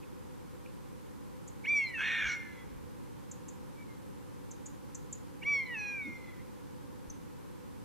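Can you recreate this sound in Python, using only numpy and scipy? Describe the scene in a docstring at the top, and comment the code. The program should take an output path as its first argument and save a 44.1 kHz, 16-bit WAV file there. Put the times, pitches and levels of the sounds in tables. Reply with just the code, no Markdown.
"""A buzzard on a pole before a wooded slope mews twice: each call leaps up, then sinks through the resonances
of throat and beak, and the first breaks into a rasp where a second vibration lurches about. Another buzzard
answers far off with one wavering harmonic, and a small bird ticks in warbled whistles. Delayed copies and
scattered noise tails send soft echoes back from ground and trees. Beneath lies a low outdoor hush of filtered
noise, with short noise swells as bumps and scuffs at the microphone, and a soft click as the buzzard closes its
second call."""
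import sys
import numpy as np
from scipy import signal
from scipy.fft import rfft, irfft
from scipy.io import wavfile
from scipy.ndimage import uniform_filter1d

SR = 44100
rng = np.random.default_rng(int(sys.argv[2]) if len(sys.argv) > 2 else 0)


def store_wav(level_fs):
    """Save 16-bit WAV to argv[1]."""
    pcm = np.round(np.clip(np.atleast_2d(level_fs), -1, 1) * 32767)
    wavfile.write(sys.argv[1], SR, pcm.T.astype(np.int16))


N = 346123
TIME = np.arange(N) / SR
FREQS = np.maximum(np.arange(N // 2 + 1) * SR / N, 1)

# the cry dips, and its edge changes, where no harmonic meets the main resonance
HOLLOW_HZ, HOLLOW_WIDTH_HZ = 1014, 32


def from_db(db):
    """Decibels to gain."""
    return 10 ** (np.asarray(db) / 20)


def rms_one(x):
    """Scale to unit rms."""
    return x / np.sqrt(np.mean(x ** 2) + 1e-20)


def ramp(x):
    """Hold between 0 and 1."""
    return np.clip(x, 0, 1)


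def bell(x, width):
    """A smooth bump of height 1 around zero."""
    return np.exp(-(x / width) ** 2)


def in_time(rows):
    """Columns of a curve, at every sample."""
    s, *columns = np.transpose(rows)
    return [np.interp(TIME, s, c) for c in columns]


def gate(rows, fade=0.0031):
    """Open between the first and last row of a curve."""
    return ramp(np.minimum(TIME - rows[0][0], rows[-1][0] - TIME) / fade)


def colour(x, gain):
    """Filter by a gain for every frequency."""
    return irfft(rfft(x) * gain, N)


def humps(rows):
    """Bell-shaped rises and dips, in dB at every frequency."""
    return sum(db * bell(FREQS - hz, width) for hz, width, db in rows)


def shelf(x, above_hz, db):
    """Raise or lower everything above a frequency by a changing amount."""
    above = colour(x, 1 / (1 + (above_hz / FREQS) ** 20))
    return x + (from_db(db) - 1) * above


def flutter(rate_hz):
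    """Random wavering up to about the given rate, at unit rms."""
    lowpass = signal.butter(2, min(rate_hz, .4 * SR), fs=SR, output="sos")
    return rms_one(signal.sosfilt(lowpass, rng.standard_normal(N)))


def evened(x, window=.02):
    """Hold the short-term level near 1; the window is in seconds."""
    size = max(int(window * SR), 2)
    power = uniform_filter1d(uniform_filter1d(x * x, size), size)
    return x / np.sqrt(np.abs(power) + 1e-12)


def turning(hz, jitter, jitter_hz):
    """Phase of a vibration whose pitch wavers by a fraction (jitter)."""
    return 2 * np.pi * np.cumsum(hz * (1 + jitter * flutter(jitter_hz))) / SR


def hush():
    """Steady outdoor noise; its low end is mostly opposed between the two channels."""
    # spectrum common to both channels, before its humps: frequency_hz, relative_level_db
    mid_points = [(12, -31.5), (20, -14), (85, -0.5), (213, 0), (282, -4.5), (315, -3.5), (452, -8),
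                  (505, -3.5), (649, -9.5), (906, -10), (1820, -17.5), (2610, -21), (4950, -26),
                  (13500, -28.5), (15500, -40.5)]
    # spectrum opposed between the channels: frequency_hz, relative_level_db
    side_points = [(12, -35), (20, -13), (109, -0.5), (252, -3.5), (478, -10.5), (614, -17.5), (686, -39),
                   (746, -21), (932, -19), (1540, -26.5), (2330, -36.5), (2610, -38), (3450, -40),
                   (13100, -40.5), (15500, -55.5)]
    # humps and hollows of the common spectrum: centre_hz, width_hz, gain_db
    mid_humps = [(286.5, 17.5, 7), (498.3, 17.5, 7), (662, 79, -10.5), (982, 106, 3.5)]
    mid_db, side_db = -54.5, -46.5

    def noise(points, extra_db):
        hz, db = np.transpose(points)
        spectrum_db = np.interp(np.log(FREQS), np.log(hz), db) + extra_db
        return rms_one(colour(rng.standard_normal(N), from_db(spectrum_db)))

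    mid = from_db(mid_db) * noise(mid_points, humps(mid_humps))
    side = from_db(side_db) * noise(side_points, 0)
    return mid + side * np.array([[1], [-1]])


def bumps():
    """Short swells of narrow noise: low nudges on the microphone, a few faint scuffs, and a soft click as the
    buzzard closes its second call."""
    # bumps, scuffs and the buzzard's closing click: centre_s, level_db, centre_hz, length_s
    swells = [(0.034, -58, 2520, 0.014), (0.662, -50.5, 2600, 0.0036), (0.68, -67, 2680, 0.035),
              (2.267, -48.5, 66, 0.049), (2.745, -57, 55.3, 0.14), (2.835, -56, 65, 0.082),
              (6.085, -45.5, 258, 0.036), (6.401, -57.5, 1980, 0.025), (7.098, -52, 43.1, 0.027)]
    out = 0
    for s, db, hz, length in swells:
        half_width = 30 + 0.067 * hz
        edges = [max(hz - half_width, 15), hz + half_width]
        band = signal.butter(2, edges, "band", fs=SR, output="sos")
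        noise = rms_one(signal.sosfilt(band, rng.standard_normal(N)))
        out = out + from_db(db) * np.exp(-2 * ((TIME - s) / length) ** 2) * noise
    return out


def woods(x, wet_db, t60, delay, dull_hz, spread=0.8):
    """Leaves and trunks scatter a thin, dull tail (t60 and delay in s), slightly different on each side."""
    t = TIME[:2 * SR]
    scatter = rng.standard_normal(len(t)) + spread * rng.standard_normal((2, len(t)))
    tail = scatter * from_db(-60 * t / t60) * ramp(t / delay - .5)
    tail = tail / np.sqrt(np.sum(tail[0] ** 2))
    lowpass = signal.butter(1, min(dull_hz, .4 * SR), fs=SR, output="sos")
    tail = signal.sosfilt(lowpass, tail)
    return from_db(wet_db) * signal.fftconvolve(x[None], tail, axes=1)[:, :N]


def small_bird(swing=0.065, swing_hz=700, sweep=0.067, tick_db=-0.5, early_s=0.001, low_hz=5700, high_hz=7750):
    """Each tick is a short, fiercely warbled whistle that slides down within the band of a tiny throat."""
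    # ticks, each begun early_s sooner and offset by tick_db: start_s, level_db, start_hz, length_s
    tick_rows = [(1.476, -49.5, 7230, 0.016), (3.3132, -42.5, 7210, 0.01), (3.483, -45.5, 7200, 0.013),
                 (4.51, -45, 7000, 0.012), (4.658, -43.5, 7120, 0.016), (4.947, -41.5, 6900, 0.012),
                 (5.126, -38, 7050, 0.012), (7.099, -44.5, 6520, 0.01)]
    out, warble = np.zeros(N), flutter(swing_hz)
    for s, db, hz, length in tick_rows:
        at = int((s - early_s) * SR) + np.arange(max(int(length * SR), 8))
        age = np.linspace(0, 1, len(at))
        pitch = hz * (1 + swing * warble[at] - sweep * age)
        phase = 2 * np.pi * np.cumsum(pitch) / SR
        swell = np.abs(np.sin(np.pi * age ** 0.66))
        out[at] += from_db(db + tick_db) * swell * np.sin(phase)
    return signal.sosfilt(signal.butter(3, [low_hz, high_hz], "band", fs=SR, output="sos"), out)


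def far_buzzard():
    """Only the strongest harmonic, the second, carries over the distance."""
    # course of the far answer: time_s, fundamental_hz, level_db
    answer = [(3.73, 1140, -98), (3.785, 1150, -61.5), (3.83, 1150, -58.5), (3.855, 1130, -90),
              (3.9, 1070, -63), (3.94, 1050, -71), (3.99, 1046, -87)]
    pitch, db = in_time(answer)
    tone = rms_one(np.sin(turning(2 * pitch, jitter=0.0075, jitter_hz=100)))
    return from_db(db) * gate(answer) * tone


def throat(x, leak_db=-43):
    """Steep-sided resonances with narrow antiresonances between them, and a weak leak."""
    # resonances of throat and beak, narrowed below: centre_hz, nominal_width_hz, level_db
    resonances = [(970, 810, -19.5), (1533, 260, -2), (1815, 250, -1.5), (2202, 285, 3), (2690, 440, -27),
                  (2830, 180, -5.5), (3260, 213, -6.5), (3620, 91, -10), (4090, 160, -11.5),
                  (4470, 300, -47), (5700, 290, -13.5), (6400, 190, -16), (7760, 2000, -27.5)]
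    # antiresonances of throat and beak: centre_hz, width_hz, gain_db
    notches = [(2026, 60, -13), (3095, 78, -5.5), (3950, 90, -9), (6160, 72, -8)]
    gain = sum(from_db(db) / (1 + ((FREQS - hz) / (0.73 * width)) ** 2) ** 1.296
               for hz, width, db in resonances)
    gain = gain + from_db(leak_db) * FREQS / (FREQS + 600) / (1 + (FREQS / 9500) ** 4)
    return colour(x, gain * from_db(humps(notches)))


def whistle(pitch, jitter, fundamental_db, break_hz=945, break_width_hz=35, break_lag_s=0.0046, waver_db=4.0):
    """The tonal voice; as the pitch sinks through the break, the harmonic balance changes register."""
    # registers above and below the break, ahead of the throat: harmonic, upper_db, lower_db
    registers = [(2, 7, -8), (3, -10, 9.5), (4, 5, -27), (5, -3.5, -6), (6, -12.5, -6.5), (7, -6.5, -3),
                 (8, -7, -9.5), (9, -9.5, -19.5), (10, -10, -8)]
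    # the membrane briefly doubles its period: centre_s, half_harmonic_db, length_s
    doublings = [(1.827, -15, 0.023), (2.485, -1.5, 0.064)]
    phase = turning(pitch, jitter, jitter_hz=306)
    lagging_pitch = np.interp(TIME - break_lag_s, TIME, pitch)
    upper = .5 + .5 * np.tanh((lagging_pitch - break_hz) / break_width_hz)
    stack = from_db(fundamental_db) * np.sin(phase)
    for k, high_db, low_db in registers:
        # harmonics above the third waver
        db = low_db + upper * (high_db - low_db) + waver_db * flutter(16) * (k > 3)
        stack = stack + from_db(db) * np.sin(round(k) * phase)
    doubled = sum(from_db(db) * bell(TIME - s, length) for s, db, length in doublings)
    half = doubled * np.sqrt(2) * np.sin((2 + .5) * phase)
    return evened(throat(stack), window=0.015) + half


def rasp(pitch, second_hz, top_db=-9.0, smear_db=-2.5, hiss_db=0.0, hiss_top_hz=3650, throb_db=3.0):
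    """Chaotic vibration: a second tone lurches, the third harmonic smears, the air comes in uneven bursts."""
    phase = turning(second_hz, jitter=.07, jitter_hz=448.0)
    # the harder the push, the higher the second tone and the stronger its octave
    octave = from_db(np.interp(second_hz, [1500, 1850], [-6, 3]))
    overtones = sum(np.sin(k * phase) for k in range(3, 5))
    second = np.sin(phase) + octave * np.sin(2 * phase) + from_db(top_db) * overtones
    smear = np.sin(3 * turning(pitch, jitter=0.099, jitter_hz=349.0))
    hiss = colour(flutter(7000), 1 / (1 + (FREQS / hiss_top_hz) ** 20))
    air = second + from_db(smear_db) * smear + from_db(hiss_db) * hiss
    bursts = from_db(throb_db * flutter(210))
    return evened(throat(air * bursts), window=0.01)


def rasp_course():
    """The rasp's share of the power, its second vibration's pitch in Hz, its jitter and closing flare in dB."""
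    start_s, end_s, attack_s, release_s = 1.975, 2.381, 0.033, 0.13
    full_share, full_jitter = 0.86, 0.038
    age, left = TIME - start_s, end_s - TIME
    share = ramp(full_share * ramp(age / attack_s) * ramp(left / release_s))
    # the second vibration rises and falls in one skewed arch with the push of air
    base_hz, arch_hz, arch_s, arch_skew = 1442, 428.4, 0.335, 0.88
    second_hz = base_hz + arch_hz * np.sin(np.pi * ramp(age / arch_s) ** arch_skew)
    # the pitch is unsettled more and more
    jitter = full_jitter * ramp(age / (end_s - start_s)) ** 2 * ramp(left / attack_s)
    # it turns shrill just before it gives way
    flare_db, flare_lead_s, flare_s = 16.5, 0.077, 0.071
    return share, second_hz, jitter, flare_db * bell(left - flare_lead_s, flare_s)


def mew_pitch(start, broken, slide, aim_hz, sag):
    """The sinking line of a mew, and the sung pitch that leaps up to it from rest."""
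    rest_hz, leap_s = 746, 0.022
    break_drop_hz, break_s = 103, 0.022
    wail_sag_hz_per_s, slide_drop_hz, slide_s = 172, 73.74, 0.054
    age, wail_age = np.maximum(TIME - start, 0), np.maximum(TIME - broken, 0)
    line = aim_hz - sag * (age - wail_age) - wail_sag_hz_per_s * wail_age
    line = line - break_drop_hz * (1 - np.exp(-wail_age / break_s))
    line = line - slide_drop_hz * (.5 + .5 * np.tanh((TIME - slide) / slide_s))
    return line, line - (aim_hz - rest_hz) * np.exp(-age / leap_s)


def mew_level(line, start, swell, fade, end, catch_db, cry_db, wail_db, close_s=0.018):
    """A hoarse catch, then the swell, loud cry, hollow, steady wail and fade."""
    # the level dips for an instant: centre_s, gain_db, length_s
    dip_rows = [(1.927, -13, 0.01), (5.65, -24, 0.0044), (6.04, -5, 0.011)]
    catch_lag_s, catch_s, swell_s = 0.0081, 0.012, 0.034
    # the cry thins to the wail's level as the pitch sinks
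    full_cry_hz, thinning_hz, hollow_gain_db = 1140, 134, -8
    db = cry_db + (wail_db - cry_db) * ramp((full_cry_hz - line) / thinning_hz)
    db = db + hollow_gain_db * bell(line - HOLLOW_HZ, HOLLOW_WIDTH_HZ)
    db = db + sum(dip_db * bell(TIME - s, length) for s, dip_db, length in dip_rows)
    # the wail fades to a thin, shaky thread
    fade_db_per_s, thread_db, shake_db, shake_hz = 107, -21, 4, 25.2
    spent = ramp((TIME - fade) * fade_db_per_s / abs(thread_db))
    db = db + spent * (thread_db + shake_db * flutter(shake_hz))
    sounding = ramp((TIME - swell) / swell_s) * ramp((end - TIME) / close_s)
    catch = from_db(catch_db) * bell(TIME - start - catch_lag_s, catch_s)
    return from_db(db) * sounding + catch


def buzzard(edge_hz=3900, top_hz=6500):
    """Both mews: the falling pitch carries first the second, then the third harmonic through the main resonance."""
    # each mew is a high cry that breaks into a lower wail, slides down once more and fades:
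    # start_s, swell_s, break_s, slide_s, fade_s, end_s, aim_hz, sag_hz_per_s,
    # catch_db, cry_db, wail_db, fundamental_db (ahead of the throat),
    # bright_db (above edge_hz), hollow_db (extra there in the hollow), top_db (extra above top_hz)
    mew_rows = [(1.6501, 1.662, 1.9383, 2.262, 2.338, 2.64, 1281, 1102, -36.5, -28, -38.5, -16, -1.5, 8, 2),
                (5.4261, 5.447, 5.737, 6.0036, 6.03, 6.385, 1245, 953, -41.5, -29, -39.5, -4, 2.5, -16, -14)]
    # overtones above edge_hz ring out at some pitches and sink at others: pitch_hz, gain_db
    edge_by_pitch = [(660, -6), (725, 9), (785, -9), (835, 5), (940, -14), (1065, -0.5), (1120, 8.5),
                     (1190, -3.5)]
    mews = np.array(mew_rows)
    nearest = np.abs(TIME[:, None] - mews[:, 0]).argmin(axis=1)
    (start, swell, broken, slide, fade, end, aim_hz, sag,
     catch_db, cry_db, wail_db, fundamental_db, bright_db, hollow_db, top_db) = mews[nearest].T
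    line, pitch = mew_pitch(start, broken, slide, aim_hz, sag)
    rough, second_hz, fraying, flare_db = rasp_course()

    # pitch jitter as a fraction: clean voice, hoarse catch, fraying rasp
    clean_jitter, catch_jitter, hoarse_s = 0.0035, 0.0502, 0.024
    jitter = clean_jitter + catch_jitter * bell(TIME - start, hoarse_s) + fraying
    rasp_boost_db = 7 * rough
    level = mew_level(line, start, swell, fade, end, catch_db, cry_db, wail_db) * from_db(rasp_boost_db)

    tonal = np.sqrt(1 - rough) * whistle(pitch, jitter, fundamental_db)
    voice = tonal + np.sqrt(rough) * rasp(pitch, second_hz)
    ringing_db = np.interp(line, *np.transpose(edge_by_pitch))
    ringing_db = ringing_db + hollow_db * bell(line - HOLLOW_HZ, HOLLOW_WIDTH_HZ)
    edge_db = (1 - rough) * (bright_db + ringing_db) + flare_db
    return level * shelf(shelf(voice, edge_hz, edge_db), top_hz, top_db)


def at_microphones(x):
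    """Two close ports: the sound reaches the left one first, as a phase lead shared between the two."""
    # lead of the left microphone over the right: frequency_hz, phase_rad
    left_lead = [(1000, 0.41), (2300, 0.31), (3400, 0.14), (5500, .01)]
    lead = np.interp(FREQS, *np.transpose(left_lead))
    return np.array([colour(x, np.exp(.5j * lead)), colour(x, np.exp(-.5j * lead))])


def scene():
    """The birds and bumps, a touch stronger on the right, with the birds' echoes over the hush."""
    # echoes off the ground and nearest trees: delay_s, level_db
    echo_rows = [(.047, -21.5), (.098, -29.5)]
    mews, ticks = buzzard(), small_bird()
    echoes = sum(from_db(db) * np.interp(TIME - delay, TIME, mews) for delay, db in echo_rows)
    birds = at_microphones(mews + echoes + far_buzzard())
    birds = birds + woods(mews, wet_db=-15.0, t60=0.98, delay=0.015, dull_hz=6100)
    # twigs round the small bird smear each tick at once; the trees add a tail
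    twigs = woods(ticks, wet_db=1.5, t60=0.028, delay=0.0011, dull_hz=14000)
    trees = woods(ticks, wet_db=-6, t60=0.27, delay=0.0065, dull_hz=12000)
    birds = birds + ticks + twigs + trees
    return (birds + bumps()) * from_db([[-.5], [.5]]) + hush() * from_db([[-.3], [.3]])


def record(dry):
    """The top is cut steeply by an elliptic low-pass."""
    cutoff_hz = 15600
    return signal.sosfilt(signal.ellip(10, .1, 70, cutoff_hz, fs=SR, output="sos"), dry)


dry = scene()
out = record(dry)
store_wav(out)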